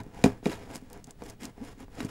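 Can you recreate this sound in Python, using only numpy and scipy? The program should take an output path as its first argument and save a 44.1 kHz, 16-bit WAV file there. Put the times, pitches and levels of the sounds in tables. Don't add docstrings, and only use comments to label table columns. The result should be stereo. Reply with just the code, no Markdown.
import sys
import numpy as np
from scipy import signal
from scipy.fft import rfft, irfft
from scipy.io import wavfile
from scipy.ndimage import uniform_filter1d

SR = 44100
rng = np.random.default_rng(int(sys.argv[2]) if len(sys.argv) > 2 else 0)


def to_wav(sig):
    pcm = np.clip(np.atleast_2d(sig), -1, 1) * 32767
    pcm = np.round(pcm).astype(np.int16)
    wavfile.write(sys.argv[1], SR, pcm.T)


def voltage_ratio(level):
    return 10 ** (np.asarray(level, float) / 20)


N = 92610

# [t/s, thump level/dB, contact/ms, nail level/dB, place on the lid (-1 edge, 1 middle)]
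TAPS = [(.0035, -39, 0.69, -40.5, -.8), (0.0644, -36, 2.8, -60, -0.52), (0.2406, -11.5, 3.25, -10.5, 0.044),
        (.2424, -6, 1.76, -20, 0.32), (0.2604, -9.5, 1.91, -40, 0.49), (.429, -35.5, 1.3, -53, 0.074),
        (0.4577, -20.5, 2.3, -20.5, -0.14), (0.4633, -13.5, 1.67, -42, -0.28),
        (0.4675, -23, 2.3, -45, -0.97), (0.489, -25.5, 2.1, -40, -0.7), (.498, -28, 2.6, -32, -0.39),
        (0.532, -62, 1.2, -29, 0.), (.615, -42.5, 0.79, -49, -0.5), (0.7254, -38, 2, -50, -0.48),
        (.756, -32, 4.8, -30, 0.039), (.823, -39.5, 3, -75, 0.3), (1.075, -41, 3.6, -58, 0.51),
        (1.221, -29.5, 0.67, -41, -0.79), (1.2251, -36, 1.3, -62, -0.49), (1.579, -39.5, 1.23, -64, -0.12),
        (1.776, -41, 2.9, -70, 0.46), (1.819, -40.5, 2.8, -65, 0.4), (1.8064, -40.5, 0.67, -57, -0.62),
        (1.882, -42, 0.47, -66, -0.18), (1.985, -32, 1.6, -41, -0.44), (2.005, -30, 0.96, -23, -0.59),
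        (2.0077, -27.5, 2.6, -30.5, 0.46), (2.029, -29, 2.3, -58, -0.44), (2.0474, -23.5, 5.8, -51, .2),
        (2.055, -33, 1.7, -53, 0.33)]
LID_HZ = [105, 154, 209, 257, 308, 405, 472, 654, 712, 800, 1114]
# [level/dB, time to fall 60 dB/s, level gained towards the middle/dB]
LID_RINGS = [(-9.5, 0.245, -2), (-2, .06, -10), (-2.5, 0.078, 2.5), (4, 0.062, 7.5), (-4.5, 0.056, -6.5),
             (-3, 0.097, 6), (-12.5, 0.094, -6.5), (-11.5, 0.052, 4), (-9, 0.032, 8), (-18, .06, -6),
             (-29, 0.014, -4)]
# [f/Hz, level/dB, time to fall 60 dB/s]
SKIN = [(1200, -17, .01), (1600, -11, .012), (1950, -12, .025), (2400, 0, .012), (2720, -5, .014),
        (3300, -11, .007), (3890, -2, .012), (4800, -13, .007)]
# [t/s, peak level/dB, f/Hz, ring/ms]
TICKS = [
    (.7575, -28, 7650, 5.5),
    (.9012, -36, 8600, 2.9),
    (0.931, -26.5, 9400, 1.9),
    (0.9336, -40, 11000, 2.1),
    (1.0426, -29, 7300, 7.4),
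    (1.071, -38, 7460, 4.5),
    (1.1083, -30.5, 7600, 7.8),
    (1.4541, -23.5, 6700, 1.9),
]
# [t/s, peak level/dB, f/Hz, length/ms]
CRACKLES = [(.0022, -46, 8100, 2.8), (0.0339, -45.5, 8400, 2.2), (.0645, -57, 8050, 2.6),
            (.2225, -44.5, 4200, 4.4), (.2392, -19, 6000, 3.9), (0.2467, -38, 5500, 8),
            (0.2574, -37, 5500, 5.5), (0.441, -48, 7000, 6.), (0.4553, -37.5, 7500, 3.8),
            (0.7108, -46, 7200, 6.), (0.742, -41, 7200, 3.2), (0.7495, -32.5, 7500, 3.3),
            (.757, -28, 8050, 1.8), (.762, -39, 7500, 2.1), (0.7653, -36, 7600, 2.4), (.777, -44, 8000, 3.),
            (.815, -52, 9000, 3.), (.975, -49, 6000, 1.6), (1.22, -46, 6000, 2.1),
            (1.2365, -40.5, 7400, 3.), (1.249, -48, 10000, 2.1), (1.2545, -49, 6300, 3.),
            (1.2605, -48, 7000, 1.6), (1.2635, -38, 7400, 1.4), (1.281, -46, 9500, 2.1),
            (1.289, -42, 6300, 3.6), (1.295, -48, 6300, 2.3), (1.2983, -34.5, 7000, 2.6),
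            (1.303, -41, 6300, 4.5), (1.4073, -45, 9000, 3.3), (1.4185, -41, 7500, 2.6),
            (1.4318, -37, 6000, 3.3), (1.4425, -36, 8000, 3.5), (1.4515, -33.5, 6400, 5.7),
            (1.6395, -49, 7000, 3.), (1.648, -43, 7000, 3.6), (1.782, -54, 7000, 2.6),
            (1.803, -45, 7000, 2.4), (1.9523, -45.5, 7000, 2.8), (2.0036, -32.5, 5750, 5.7),
            (2.0285, -39, 6000, 3.), (2.0477, -34.5, 6500, 2.3), (2.0542, -38, 6100, 3.5)]
# [t/s, length/s, level/dB, f/Hz, rise of pitch (0-1)]
JUDDERS = [
    (0.812, 0.047, -47.5, 264.5, .05),
    (1.418, 0.021, -35.5, 236, 0.03),
    (1.439, .022, -35, 242, 0.22),
    (1.454, 0.038, -43, 248, 0.02),
    (1.601, .045, -33.5, 247, 0.55),
    (1.797, 0.058, -40.5, 262, 0.08),
]
# [t/s, length/s, scratch level/dB, rub level/dB, place of the peak (0-1)]
DRAGS = [(-.05, 0.077, -60, -37.5, 0.71), (0.023, 0.23, -74.5, -50.5, 0.19), (0.078, 0.23, -60, -43, 0.52),
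         (0.24, 0.081, -40.5, -28, 0.11), (0.279, 0.2, -58, -38, 0.05), (0.419, 0.086, -48, -76, 0.55),
         (0.474, 0.15, -48, -42.5, 0.27), (0.541, 0.22, -60.5, -44.5, 0.35),
         (0.672, 0.082, -57.5, -42, 0.44), (0.725, 0.12, -54.5, -43.5, 0.1), (0.77, 0.32, -70.5, -60, 0.24),
         (0.866, 0.18, -64, -45.5, 0.44), (1.045, 0.085, -64, -49.5, 0.53),
         (1.164, 0.11, -63.5, -48.5, 0.53), (1.205, 0.17, -59.5, -46, 0.44),
         (1.385, 0.093, -49.5, -56, 0.51), (1.434, .11, -60.5, -48, 0.31), (1.536, 0.19, -66, -47.5, 0.44),
         (1.619, 0.17, -57.5, -50.5, 0.32), (1.756, 0.11, -61, -47, 0.53),
         (1.878, 0.17, -60.5, -44.5, 0.54), (1.959, 0.16, -52.5, -40, 0.38),
         (2.076, 0.074, -47.5, -36, 0.48)]
# [f/Hz, level/dB]
SCRATCH_COLOUR = [(290, 13.5), (500, 2), (1530, -2.5), (1870, -6), (2650, -10.5), (3340, -10.5),
                  (5240, -11), (9630, -17), (16000, -19.5)]
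# [f/Hz, width/Hz, level/dB]
SCRATCH_HUMPS = [(2510, 1400, -3), (5230, 430, -7.5), (7000, 860, -2.5), (10000, 2100, -5)]
# [f/Hz, level/dB]
PAPER_COLOUR = [(500, 2), (900, -17), (1700, 7), (2600, -6), (5000, -59)]
# [f/Hz, level/dB]
ROOM_COLOUR = [(12, 0), (20, 0), (256, -11.5), (357, -22.5), (421, -17), (693, -29), (6910, -43.5),
               (15000, -44.5)]
# [f/Hz, rms level/dB]
WHINE = [(15627, -78.5), (15679, -77.5)]
# [f/Hz, share of moments (0-1)]
SIDE_DROPS = [(100, .75), (600, .5), (1300, .75), (2200, .65), (3000, .5), (4000, .2), (5000, 0)]

GRIT_PER_S = 5000


def evened(x):
    return x / np.sqrt(np.mean(x ** 2) + 1e-20)


def peaked(x):
    return x / abs(x).max()


def above(x, hz):
    return signal.lfilter(*signal.butter(2, hz, "high", fs=SR), x)


def below(x, hz, order):
    return signal.lfilter(*signal.butter(order, hz, fs=SR), x)


def around(x, hz, sharpness):
    return signal.lfilter(*signal.iirpeak(hz, sharpness, SR), x)


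def coloured(x, points):
    f, db = np.transpose(points)
    bins = np.fft.rfftfreq(len(x), 1 / SR)
    gain = voltage_ratio(np.interp(np.log(bins + 1), np.log(f), db))
    return irfft(rfft(x) * gain, len(x))


def humped(x, humps):
    return x + sum(voltage_ratio(db) * 2 * around(x, hz, hz / width) for hz, width, db in humps)


def add(mix, s, sound):
    part = mix[max(round(s * SR), 0):][:len(sound)]
    part += sound[:len(part)]


def ring(modes):
    t = np.arange(SR // 4) / SR
    return sum(voltage_ratio(db - 60 * t / max(t60, .005)) * np.sin(2 * np.pi * hz * t) for hz, db, t60 in modes)


def radiated(x):
    return above(np.gradient(x), 145)


def grit(per_s, spread_db):
    size = voltage_ratio(spread_db * np.minimum(rng.exponential(1, N), 4)) * rng.standard_normal(N)
    return evened(size * (rng.random(N) < per_s / SR))


def pressure(column):
    t, power = np.arange(N) / SR, np.zeros(N)
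    for row in DRAGS:
        start, length, peak_place = row[0], row[1], np.clip(row[4], .05, .95)
        u = np.clip((t - start) / length, 0, 1) ** (np.log(.5) / np.log(peak_place))
        power += (voltage_ratio(row[column]) * np.sin(np.pi * u) ** 2.02) ** 2
    return np.sqrt(power)


def taps():
    nail_lead_s, crack_ms, crack_db, strike = .0011, 2.2, -14.5, 3
    out, t = np.zeros(N), np.arange(2000) / SR
    noises = rng.standard_normal((len(TAPS), len(t)))
    detunes = rng.uniform(-0.76, 1, (len(TAPS), len(SKIN)))
    for (s, thump_db, contact_ms, nail_db, place), noise, detune in zip(TAPS, noises, detunes):
        u = t * 3000 / max(contact_ms, .2)
        push = (u * np.exp(1 - u)) ** 2
        lid = [(hz, db + place * lean_db, t60) for hz, (db, t60, lean_db) in zip(LID_HZ, LID_RINGS)]
        thump = radiated(signal.fftconvolve(ring(lid), push))
        add(out, s, voltage_ratio(thump_db) * peaked(thump))

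        burst = noise * voltage_ratio(-60 * t * 1000 / (4 * crack_ms)) * np.minimum(t / 0.0006, 1) ** 2
        burst += strike * (t == t[30])
        skin = [(hz * (1 + 0.02 * a), db, t60) for (hz, db, t60), a in zip(SKIN, detune)]
        nail = signal.fftconvolve(ring(skin), burst)
        crack = above(coloured(burst, SCRATCH_COLOUR), 970)
        add(out, s - nail_lead_s, voltage_ratio(nail_db) * peaked(nail))
        add(out, s - nail_lead_s, voltage_ratio(nail_db + crack_db) * peaked(crack))
    return out


def ticks():
    sharpness_per_ms, snap = .5, 3.5
    out, t = np.zeros(N), np.arange(1200) / SR
    for (s, db, hz, ring_ms), noise in zip(TICKS, rng.standard_normal((len(TICKS), len(t)))):
        fade = voltage_ratio(-60 * t * 1000 / (2 * ring_ms)) + 0.046 * voltage_ratio(-60 * t / 0.05)
        kick = noise * fade + snap * 2 * (t == 0)
        tick = around(kick, hz, sharpness_per_ms * ring_ms) + 0.086 * np.diff(kick, prepend=0)
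        add(out, s, voltage_ratio(db) * peaked(tick))
    return out


def crackles():
    out, t = np.zeros(N), np.arange(1200) / SR
    for (s, db, hz, length_ms), noise in zip(CRACKLES, rng.standard_normal((len(CRACKLES), len(t)))):
        u = t * 3000 / max(length_ms, .5)
        wake = 0.1 * np.minimum(u, 1) * voltage_ratio(-60 * t / 0.085)
        puff = noise * (u * np.exp(1 - u) + wake)
        puff = above(around(puff, hz, 1.3), 2900)
        add(out, s, voltage_ratio(db) * peaked(puff))
    return out


def judders():
    out = np.zeros(N)
    for s, length, db, hz, rise in JUDDERS:
        u = np.arange(0, length, 1 / SR) / length
        turn = 2 * np.pi * np.cumsum(hz * (1 + rise * (u - .5))) / SR
        tone = np.sin(turn) + 0.13 * np.cos(2 * turn)
        add(out, s, voltage_ratio(db) * np.sin(np.pi * u) ** 1.7 * tone)
    return out


def scratch():
    grit_share = .5
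    slips = grit_share * grit(GRIT_PER_S, 2.5) + (1 - grit_share) * rng.standard_normal(N)
    waver_db = 1.84 * evened(uniform_filter1d(rng.standard_normal(N), 250))
    hiss = coloured(slips * voltage_ratio(waver_db), [(200, 0)] + list(SCRATCH_COLOUR))
    return 2.147 * pressure(column=2) * evened(humped(hiss, SCRATCH_HUMPS))


def rub():
    shudder_hz, shudder_db, paper_db, sway_db = 109.8, -4, -21, -9
    press = pressure(column=3)
    slips = evened(below(grit(1500, 1.7), 930, order=1)) * press
    lid = radiated(ring([(hz, db, t60) for hz, (db, t60, _) in zip(LID_HZ, LID_RINGS)]))
    box = ring([(shudder_hz, 0, .15), (1.483 * shudder_hz, -4, .1)])
    body = lid / np.linalg.norm(lid) + voltage_ratio(shudder_db) * box / np.linalg.norm(box)
    ringing = 0.19 * signal.fftconvolve(slips, body)[:N]
    paper = voltage_ratio(paper_db) * evened(coloured(grit(GRIT_PER_S, 1.5), PAPER_COLOUR)) * press
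    sway = evened(below(rng.standard_normal(N), 57.4, order=2))
    sway = voltage_ratio(sway_db) * sway * uniform_filter1d(press, size=4000)
    return sway + paper + ringing


def tail(x):
    level_db, t60_s = -15, 0.091
    t = np.arange(SR // 3) / SR
    noise = signal.lfilter([.3], [1, -.7], rng.standard_normal(len(t)))
    echo = noise * voltage_ratio(-60 * t / t60_s) * np.minimum(t / 0.00052, 1)
    return voltage_ratio(level_db) * signal.fftconvolve(above(x, 537), echo / np.linalg.norm(echo))[:N]


def room():
    room_db = -52
    t = np.arange(N) / SR
    whine = sum(np.sqrt(2) * voltage_ratio(db) * np.sin(2 * np.pi * hz * t) for hz, db in WHINE)
    hum = evened(coloured(rng.standard_normal(N), list(ROOM_COLOUR) + [(15300, -72)]))
    return voltage_ratio(room_db) * hum + whine


def scene():
    hand = taps() + ticks() + crackles() + judders() + scratch() + rub()
    mono = hand + tail(hand) + room()
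    return np.array([mono, np.roll(mono, 1)])


def thinned(side):
    hz, t, z = signal.stft(side, SR, "cosine", 2048, 1024)
    band = (hz // 340).astype(int)
    f, share = np.transpose(SIDE_DROPS)
    luck = uniform_filter1d(rng.standard_normal((len(t), band.max() + 1)), size=3, axis=0)
    rank = luck.argsort(0).argsort(0) / len(t)
    kept = rank.T[band] >= np.interp(hz, f, share)[:, None]
    return signal.istft(z * kept, SR, "cosine", 2048, 1024)[1][:N]


def low_pass(x):
    return signal.sosfilt(signal.butter(12, 16500, fs=SR, output="sos"), x)


def record(dry):
    lowpass = signal.firwin(401, 15880, window=("kaiser", 7), fs=SR)
    x = signal.oaconvolve(dry, lowpass[None], "same")
    mid = x.mean(0)
    side = thinned((x[0] - x[1]) / 2)
    return low_pass(np.array([mid + side, mid - side]))


dry = scene()
out = record(dry)
to_wav(out)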